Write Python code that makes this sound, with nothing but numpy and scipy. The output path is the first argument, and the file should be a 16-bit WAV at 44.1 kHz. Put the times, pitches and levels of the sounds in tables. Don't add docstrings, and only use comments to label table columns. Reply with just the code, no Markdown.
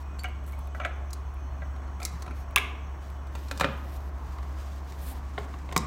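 import sys
import numpy as np
from scipy import signal
from scipy.fft import rfft, irfft
from scipy.io import wavfile
from scipy.ndimage import uniform_filter1d, minimum_filter1d

SR = 44100
rng = np.random.default_rng(int(sys.argv[2]) if len(sys.argv) > 2 else 0)


def nominal_scale(level):
    x = np.asarray(level, float) / 20
    return 10 ** x


def inscribe(sig):
    pcm = np.round(np.clip(np.atleast_2d(sig).T, -1, 1) * 32767)
    wavfile.write(sys.argv[1], SR, pcm.astype(np.int16))


N = 258426


def level(x, db):
    return x * nominal_scale(db) / np.sqrt(np.mean(x ** 2))


def peak1(x):
    return x / np.abs(x).max()


def band(x, lo_hz, hi_hz, order=2):
    sos = signal.butter(order, [lo_hz, min(hi_hz, 0.47 * SR)], "bandpass", fs=SR, output="sos")
    return signal.sosfilt(sos, x)


def curve(table):
    s, *columns = np.transpose(table)
    return [np.interp(np.arange(N) / SR, s, column) for column in columns]


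def walk(rate_hz):
    hold = int(SR / rate_hz)
    steps = np.repeat(rng.standard_normal(N // hold + 1), hold)
    return 1.7 * uniform_filter1d(uniform_filter1d(steps, hold), hold)[:N]


# start_s, pitch_hz, level_db
MAIN_ROTOR = [
    (0, 69.3, -34.9),
    (4.5, 69.3, -34.9),
    (5.5, 69.3, -36.6),
    (5.86, 69.3, -36.6),
]
# start_s, pitch_hz, level_db
LOW_RUMBLE = [(0.0, 58.71, -50.2), (0.34, 56.87, -47.5), (0.69, 56.97, -46.3), (1.03, 58.58, -50.5),
              (1.38, 57.18, -44.0), (1.72, 57.23, -46.3), (2.07, 58.73, -50.9), (2.41, 57.05, -44.2),
              (2.76, 57.74, -53.8), (3.1, 58.78, -49.5), (3.45, 57.58, -45.8), (3.79, 60.95, -66.9),
              (4.14, 57.47, -37.0), (4.48, 58.04, -42.9), (4.83, 57.11, -55.0), (5.17, 57.68, -41.2),
              (5.52, 56.68, -55.4), (5.86, 57.48, -48.6)]


def drone():
    main_hz, main_db = curve(MAIN_ROTOR)
    second_hz, second_db = curve(LOW_RUMBLE)
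    main = nominal_scale(main_db + 0.39 * walk(4.2)) * np.sin(2 * np.pi * np.cumsum(main_hz) / SR)
    second = nominal_scale(np.clip(second_db, -58, -41)) * np.sin(2 * np.pi * np.cumsum(second_hz) / SR)
    return np.sqrt(2) * (main + second)


# freq_hz, density_db (per Hz)
AIR_SPECTRUM = [(75, 3.5), (110, 1), (200, -8.5), (340, -5), (500, -11.5), (620, -6.5), (1100, -7),
                (1250, -10.5), (2000, -18), (3200, -31.5), (4900, -45.5), (5600, -33), (9000, -50),
                (16000, -38)]
# freq_hz, width_hz, level_db
DUCT_RESONANCES = [(42.7, 2, -52), (49, 8.6, -51.5), (66.8, 4.1, -53.5), (117.3, 22, -53.5),
                   (169.3, 10.3, -58), (261.4, 17, -61), (722, 15, -65.5), (1080, 95, -58), (2490, 14, -73),
                   (3010, 38, -72.5), (4270, 12, -80.5), (5600, 53, -77), (6190, 12, -75),
                   (6610, 40, -77.5), (3386, 40, -77.5), (7770, 81, -79), (9070, 72, -85)]
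# above_hz, start_s, duration_s, change_db
HAND_SHADE = (2300, 3.3, .3, -6)


def turbulence():
    hz, db = np.transpose(AIR_SPECTRUM)
    log_hz = np.log(np.arange(N // 2 + 1) * SR / N + 1)
    spectrum = rfft(rng.standard_normal(N)) * nominal_scale(np.interp(log_hz, np.log(hz), db))
    swell, air = walk(1.0), 0
    for centre_hz in 80 * 2 ** np.arange(0, 8, 0.5):
        share = np.clip(1 - np.abs(log_hz - np.log(centre_hz)) / np.log(np.sqrt(2)), 0, 1)
        air = air + nominal_scale(0.43 * swell + 1.23 * walk(9.6)) * irfft(spectrum * share, N)
    return level(air, -47.5)


def duct_whine():
    above_hz, from_s, over_s, shade_db = HAND_SHADE
    shade = shade_db * np.clip((np.arange(N) / SR - from_s) / over_s, 0, 1)
    whine = 0
    for hz, width_hz, db in DUCT_RESONANCES:
        noise = band(rng.standard_normal(N), hz - width_hz / 2, hz + width_hz / 2, order=1)
        whine = whine + nominal_scale(1.15 * walk(2.99) + shade * (hz > above_hz)) * level(noise, db)
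    return whine


# start_s, firmest_s, end_s, level_db, brightness_db
RUB_STROKES = [(0, -0.005, 0.031, -55.5, -6), (0.466, .48, .505, -65.5, 11), (0.502, 0.514, 0.57, -67, 5.5),
               (0.555, 0.585, 0.69, -63, -4), (0.752, 0.797, 0.79, -59, -3), (2.008, 2.066, 2.1, -53, -1),
               (2.097, 2.13, 2.26, -60, -6), (2.336, 2.37, 2.44, -59, -2), (3.0, 3.024, 3.18, -60.5, -8),
               (3.312, 3.394, 4.1, -57, -5), (3.457, 3.58, 3.8, -56, -15), (3.775, 3.9, 3.98, -58, -3),
               (3.9, 3.965, 3.982, -54, -1), (4.14, 4.31, 4.65, -60, -7), (4.507, 4.595, 4.87, -55.5, -8.5),
               (4.856, 4.88, 5.06, -56, -7), (4.948, 5.044, 5.2, -53, -4), (5.01, 5.077, 5.14, -49, 2.5),
               (5.145, 5.17, 6, -62, -11), (5.308, 5.427, 5.6, -57.5, -12),
               (5.512, 5.845, 6.74, -59.5, -17)]


def rubbing():
    edge_s, swell_db = 0.012, 7
    t, rub, bright = np.arange(N) / SR, np.zeros(N), np.zeros(N)
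    for start, firm, end, db, bright_db in RUB_STROKES:
        touch = np.clip(np.minimum(t - start, end - t) / edge_s + 0.5, 0, 1)
        pressure_db = np.interp(t, [start, firm, end], [-swell_db, 0, -swell_db])
        stroke = touch * nominal_scale(db + pressure_db)
        rub = np.maximum(rub, stroke)
        bright = np.maximum(bright, stroke * nominal_scale(bright_db))
    slips = 1 + (rng.random(N) < 0.004) * nominal_scale(19 + 2.5 * rng.exponential(size=N))
    hiss = rng.standard_normal(N) * uniform_filter1d(slips, size=30) * nominal_scale(1.2 * walk(60))
    return rub * level(band(hiss, 1600, 7900), 0) + bright * level(band(hiss, 6270, 14700), 0)


KNOCK_EDGES = (110, 700, 4000, 8000, 16400)


def knocks(hits, modes, note_db, note_s, ring_db, treble_ring_db, chatter_s, crack_s, low_db, top_db, blur_hz=50):
    out, t = np.zeros(N + SR), np.arange(SR // 8) / SR
    floor, low, mid, high, top = KNOCK_EDGES
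    for s, body_db, note_hz, hard_db in hits:
        hz, db, t60 = np.transpose([*modes, (note_hz, note_db, note_s)])[:, :, None]
        spot_level, spot_pitch = rng.standard_normal((2, len(hz), 1))
        drift = np.cumsum(rng.standard_normal((len(hz), len(t))), axis=1)
        waver = drift * np.sqrt(2 * np.pi * blur_hz * hz / 2000 / SR)
        decay = nominal_scale(db + 2 * spot_level) * 1000. ** (-t / t60)
        ring = (decay * np.sin(2 * np.pi * hz * (1 + 0.0068 * spot_pitch) * t + waver)).sum(axis=0)
        chatter = rng.standard_normal(len(t)) ** 3 * np.exp(-t / chatter_s)
        chatter[0] = 8
        tone = signal.fftconvolve(chatter, ring)[:len(t)]
        crack = rng.standard_normal(len(t)) * (np.exp(-t / crack_s) + 1.38 * np.exp(-t / 0.00018))
        first = int(s * SR)
        for lo, hi, share_db, tone_db in ((floor, low, low_db, ring_db),
                                          (low, mid, 0, ring_db),
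                                          (mid, high, hard_db, treble_ring_db),
                                          (high, top, hard_db + top_db, treble_ring_db)):
            tone_part, crack_part = band(np.array([tone, crack]), lo, hi, order=3)
            part = nominal_scale(tone_db) * peak1(tone_part) + peak1(crack_part)
            out[first:first + len(t)] += peak1(part) * nominal_scale(body_db + share_db)
    return out[:N]


# start_s, strength_db, pitch_hz, hardness_db (treble over body)
BANGLE_BLOWS = [
    (0.187, -43, 4520, -7),
    (0.192, -41, 4520, 5),
]
# freq_hz, level_db, t60_s
BANGLE_MODES = [(2490, 12, 0.021), (4520, -6, 0.13), (7340, -8, 0.074), (8980, 2, 0.024), (11530, 2, 0.048),
                (15000, -9, .03)]


def bangle():
    return knocks(BANGLE_BLOWS, BANGLE_MODES, note_db=-1, note_s=0.091, ring_db=-11, treble_ring_db=2,
                  chatter_s=0.0056, crack_s=0.0031, low_db=-15, top_db=-8, blur_hz=3.5)


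# start_s, strength_db, pitch_hz, hardness_db
FINGER_TICKS = [(0.235, -37, 2250, -5), (0.285, -46, 1050, -14), (0.439, -55, 690, -8),
                (0.464, -51, 1000, -4), (0.477, -46, 1100, -22), (0.496, -46, 1080, -15),
                (0.511, -52, 1030, -10), (0.522, -46, 740, -7), (0.59, -44, 1000, -9),
                (0.672, -48, 750, -6), (1.34, -60, 1036, 0), (2.509, -46.5, 732, -10),
                (3.101, -47, 970, -11)]
# freq_hz, level_db, t60_s
JAR_MODES = [(387, -9.5, 0.037), (765, -11, 0.069), (1330, -0.5, .03), (2250, -2, 0.018), (4220, -14, 0.03),
             (11000, 14, 0.027)]


def fingertip_ticks():
    return knocks(FINGER_TICKS, JAR_MODES, note_db=3, note_s=0.02, ring_db=0, treble_ring_db=-15,
                  chatter_s=0.0022, crack_s=0.004, low_db=-9, top_db=10)


# start_s, strength_db, pitch_hz, hardness_db
PLATE_BLOWS = [(0.242, -24, 2250, -13.5), (0.255, -32, 2870, -13), (0.53, -40.5, 2240, -13),
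               (0.748, -29, 1450, -17), (0.799, -24.5, 1420, -23), (0.812, -28, 2260, -33),
               (0.835, -32, 2280, -27), (0.849, -15.5, 1570, -23.5), (0.886, -38, 700, -30),
               (1.62, -32, 1600, -30), (1.669, -50, 1040, -17)]
# freq_hz, level_db, t60_s
PLATE_MODES = [(623, 7.5, 0.085), (712.4, 1.5, 0.16), (1320, -9, 0.2), (1394, 3.5, 0.06),
               (1585, -1.5, 0.064), (1943, -1, 0.061), (2280, -2.5, 0.062), (6290, 3, 0.037)]


def plate():
    return knocks(PLATE_BLOWS, PLATE_MODES, note_db=11.5, note_s=0.025, ring_db=39, treble_ring_db=2,
                  chatter_s=0.005, crack_s=0.0059, low_db=-22.5, top_db=-7, blur_hz=25)


# start_s, strength_db, pitch_hz, hardness_db
PIECE_BLOWS = [(0.86, -39, 736, -7), (1.106, -54, 1130, 13), (1.131, -46, 840, 17.5),
               (1.368, -47, 756, -20), (1.762, -44, 1100, -19), (1.835, -45, 840, -20),
               (1.878, -44.5, 940, -25), (2.001, -34, 842, -8.5), (2.016, -32, 2400, -18),
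               (2.023, -33, 2250, -18), (2.03, -37.5, 1000, 8.5), (2.051, -33, 2070, 17),
               (2.222, -38, 1050, 3.5), (2.263, -35, 735, -13), (2.278, -31.5, 1040, -32),
               (2.309, -35.5, 2450, -26)]


def dropped_pieces():
    return knocks(PIECE_BLOWS, JAR_MODES, note_db=-5.5, note_s=0.11, ring_db=10.0, treble_ring_db=-7.5,
                  chatter_s=0.0023, crack_s=0.005, low_db=-7, top_db=-6.5)


# start_s, strength_db, pitch_hz, hardness_db
LIFT_BLOWS = [
    (2.56, -6.5, 2750, -4),
    (2.565, -13.5, 1170, -18),
    (2.575, -11, 2220, -41),
    (2.582, -13, 2360, -12),
    (2.616, -33, 2600, -18),
]
# freq_hz, level_db, t60_s
LOOSE_LID_MODES = [(391, -6.5, 0.12), (756, -8.5, 0.098), (1036, -11, 0.2), (1360, -16, 0.038),
                   (1646, 0, 0.038), (2240, -13, 0.06), (2600, -5, 0.022), (3060, 5, 0.012),
                   (3300, 1.5, .015), (6130, 3, 0.014)]


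def lid_lift():
    return knocks(LIFT_BLOWS, LOOSE_LID_MODES, note_db=9.5, note_s=0.019, ring_db=8.5, treble_ring_db=-1,
                  chatter_s=0.0016, crack_s=0.002, low_db=-24.5, top_db=1.5)


# start_s, strength_db, pitch_hz, hardness_db
SEAT_BLOWS = [(3.271, -47.5, 1047, 2.5), (3.352, -31.5, 945, -5.5), (3.484, -44, 1140, 3),
              (3.512, -21, 1440, -6), (3.575, -38, 727, 7.5), (3.598, -21, 1080, -3),
              (3.609, -9.5, 1390, -11), (3.612, -25, 2400, -27), (3.624, -23, 1360, -26),
              (3.634, -21.5, 1930, -22), (3.644, -10.5, 1370, -26)]
# freq_hz, level_db, t60_s
SEATED_LID_MODES = [(156, -2, 0.034), (268, -7, 0.071), (388, -15, 0.071), (590, 9, 0.02), (970, 1, 0.0085),
                    (1170, -1.5, 0.021), (1370, -8, 0.085), (1656, 2.5, 0.015), (2400, -5, 0.058),
                    (3550, -13, 0.017)]


def lid_seating():
    return knocks(SEAT_BLOWS, SEATED_LID_MODES, note_db=9.5, note_s=0.014, ring_db=7.5, treble_ring_db=2,
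                  chatter_s=0.0027, crack_s=0.0068, low_db=-10, top_db=-7)


# start_s, strength_db, pitch_hz, hardness_db
HOUSING_BLOWS = [(4.385, -37, 896, -10), (4.429, -40.5, 826, -6), (4.831, -47, 1140, -21),
                 (4.869, -50, 810, -19), (4.922, -41.5, 735, 0), (5.379, -20.5, 2970, -32),
                 (5.385, -37, 727, -5), (5.539, -34.5, 937, -34), (5.69, -33.5, 1040, -17),
                 (5.714, -34, 1140, -24), (5.725, -27.5, 1120, -4.5)]
# freq_hz, level_db, t60_s
HOUSING_MODES = [(168, -1.5, 0.06), (245, -9, 0.037), (392, 1.5, 0.038), (532, 5, 0.02), (696, 0, 0.041),
                 (1050, 2, 0.026), (1386, -7.5, 0.028), (1800, -0.5, 0.008), (2070, -3.5, .02),
                 (3100, -10, 0.0082), (8250, -20, .008)]


def motor_housing():
    return knocks(HOUSING_BLOWS, HOUSING_MODES, note_db=-6, note_s=0.0067, ring_db=11, treble_ring_db=0,
                  chatter_s=0.0032, crack_s=0.005, low_db=-6, top_db=-9)


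# start_s, strength_db, pitch_hz, hardness_db
CLUNK_BLOWS = [
    (5.763, -9, 967, -9),
    (5.765, -19, 2070, 1),
    (5.776, -28, 700, 13.5),
]


def housing_clunk():
    return knocks(CLUNK_BLOWS, HOUSING_MODES, note_db=2, note_s=0.027, ring_db=10.5, treble_ring_db=-13,
                  chatter_s=0.0029, crack_s=0.0029, low_db=-9, top_db=-6.5)


# freq_hz, t60_s, level_db
ROOM_DECAY = [(202, 0.57, -19.5), (445, 0.4, -21), (980, 0.69, -23), (1950, 0.62, -20.5),
              (4430, 0.38, -21.5), (8200, 0.32, -22), (13000, .18, -35)]


def walls(x, count=3):
    t, out = np.arange(SR // 2) / SR, 0
    body = band(x, 60, 3800)
    build_up = np.clip(t / 0.0029, 0, 1)
    for _ in range(count):
        tail = 0
        for hz, t60, db in ROOM_DECAY:
            echoes = band(rng.standard_normal(len(t)), hz / 1.81, hz * 1.68)
            tail = tail + level(echoes * 1000. ** (-t / t60), db)
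        facing = body + (x - body) * np.sign(walk(350))
        out = out + signal.fftconvolve(facing, tail * build_up / np.sqrt(count * len(t)))[:N]
    return out


def scene():
    appliance = drone() + turbulence() + duct_whine()
    near = bangle() + fingertip_ticks() + plate() + dropped_pieces()
    near = near + lid_lift() + lid_seating() + motor_housing() + housing_clunk()
    return (appliance + rubbing() + near + walls(near))[None]


def starve(x, lo_hz, hi_hz):
    sos = signal.butter(3, [lo_hz, hi_hz], "bandpass", fs=SR, output="sos")
    part = signal.sosfiltfilt(sos, x)
    envelope, reach = uniform_filter1d(np.abs(part), size=44), int(0.013 * SR)
    coming = -minimum_filter1d(-envelope, size=reach, origin=-(reach // 2))
    faint = 1. * (envelope < coming * nominal_scale(-39))
    return x - part * uniform_filter1d(faint, size=44)


# freq_hz, width_hz, depth (0-1)
PORT_NOTCH = (10400, 630, 0.44)


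def band_limit(x):
    return signal.sosfilt(signal.butter(12, 16650, fs=SR, output="sos"), x)


def record(dry):
    hz, width_hz, depth = PORT_NOTCH
    mix = dry - depth * band(dry, hz - width_hz / 2, hz + width_hz / 2, order=1)
    mix = signal.sosfilt(signal.butter(2, 36, "highpass", fs=SR, output="sos"), mix)
    mix = signal.sosfilt(signal.ellip(5, 0.3, 25, 15800, fs=SR, output="sos"), mix)
    mix = signal.sosfilt(signal.ellip(10, 0.3, 80, 16500, fs=SR, output="sos"), mix)
    mix = starve(mix, 2800, 6800)
    mix = starve(mix, 6800, 17000)
    return band_limit(mix)


dry = scene()
out = record(dry)
inscribe(out)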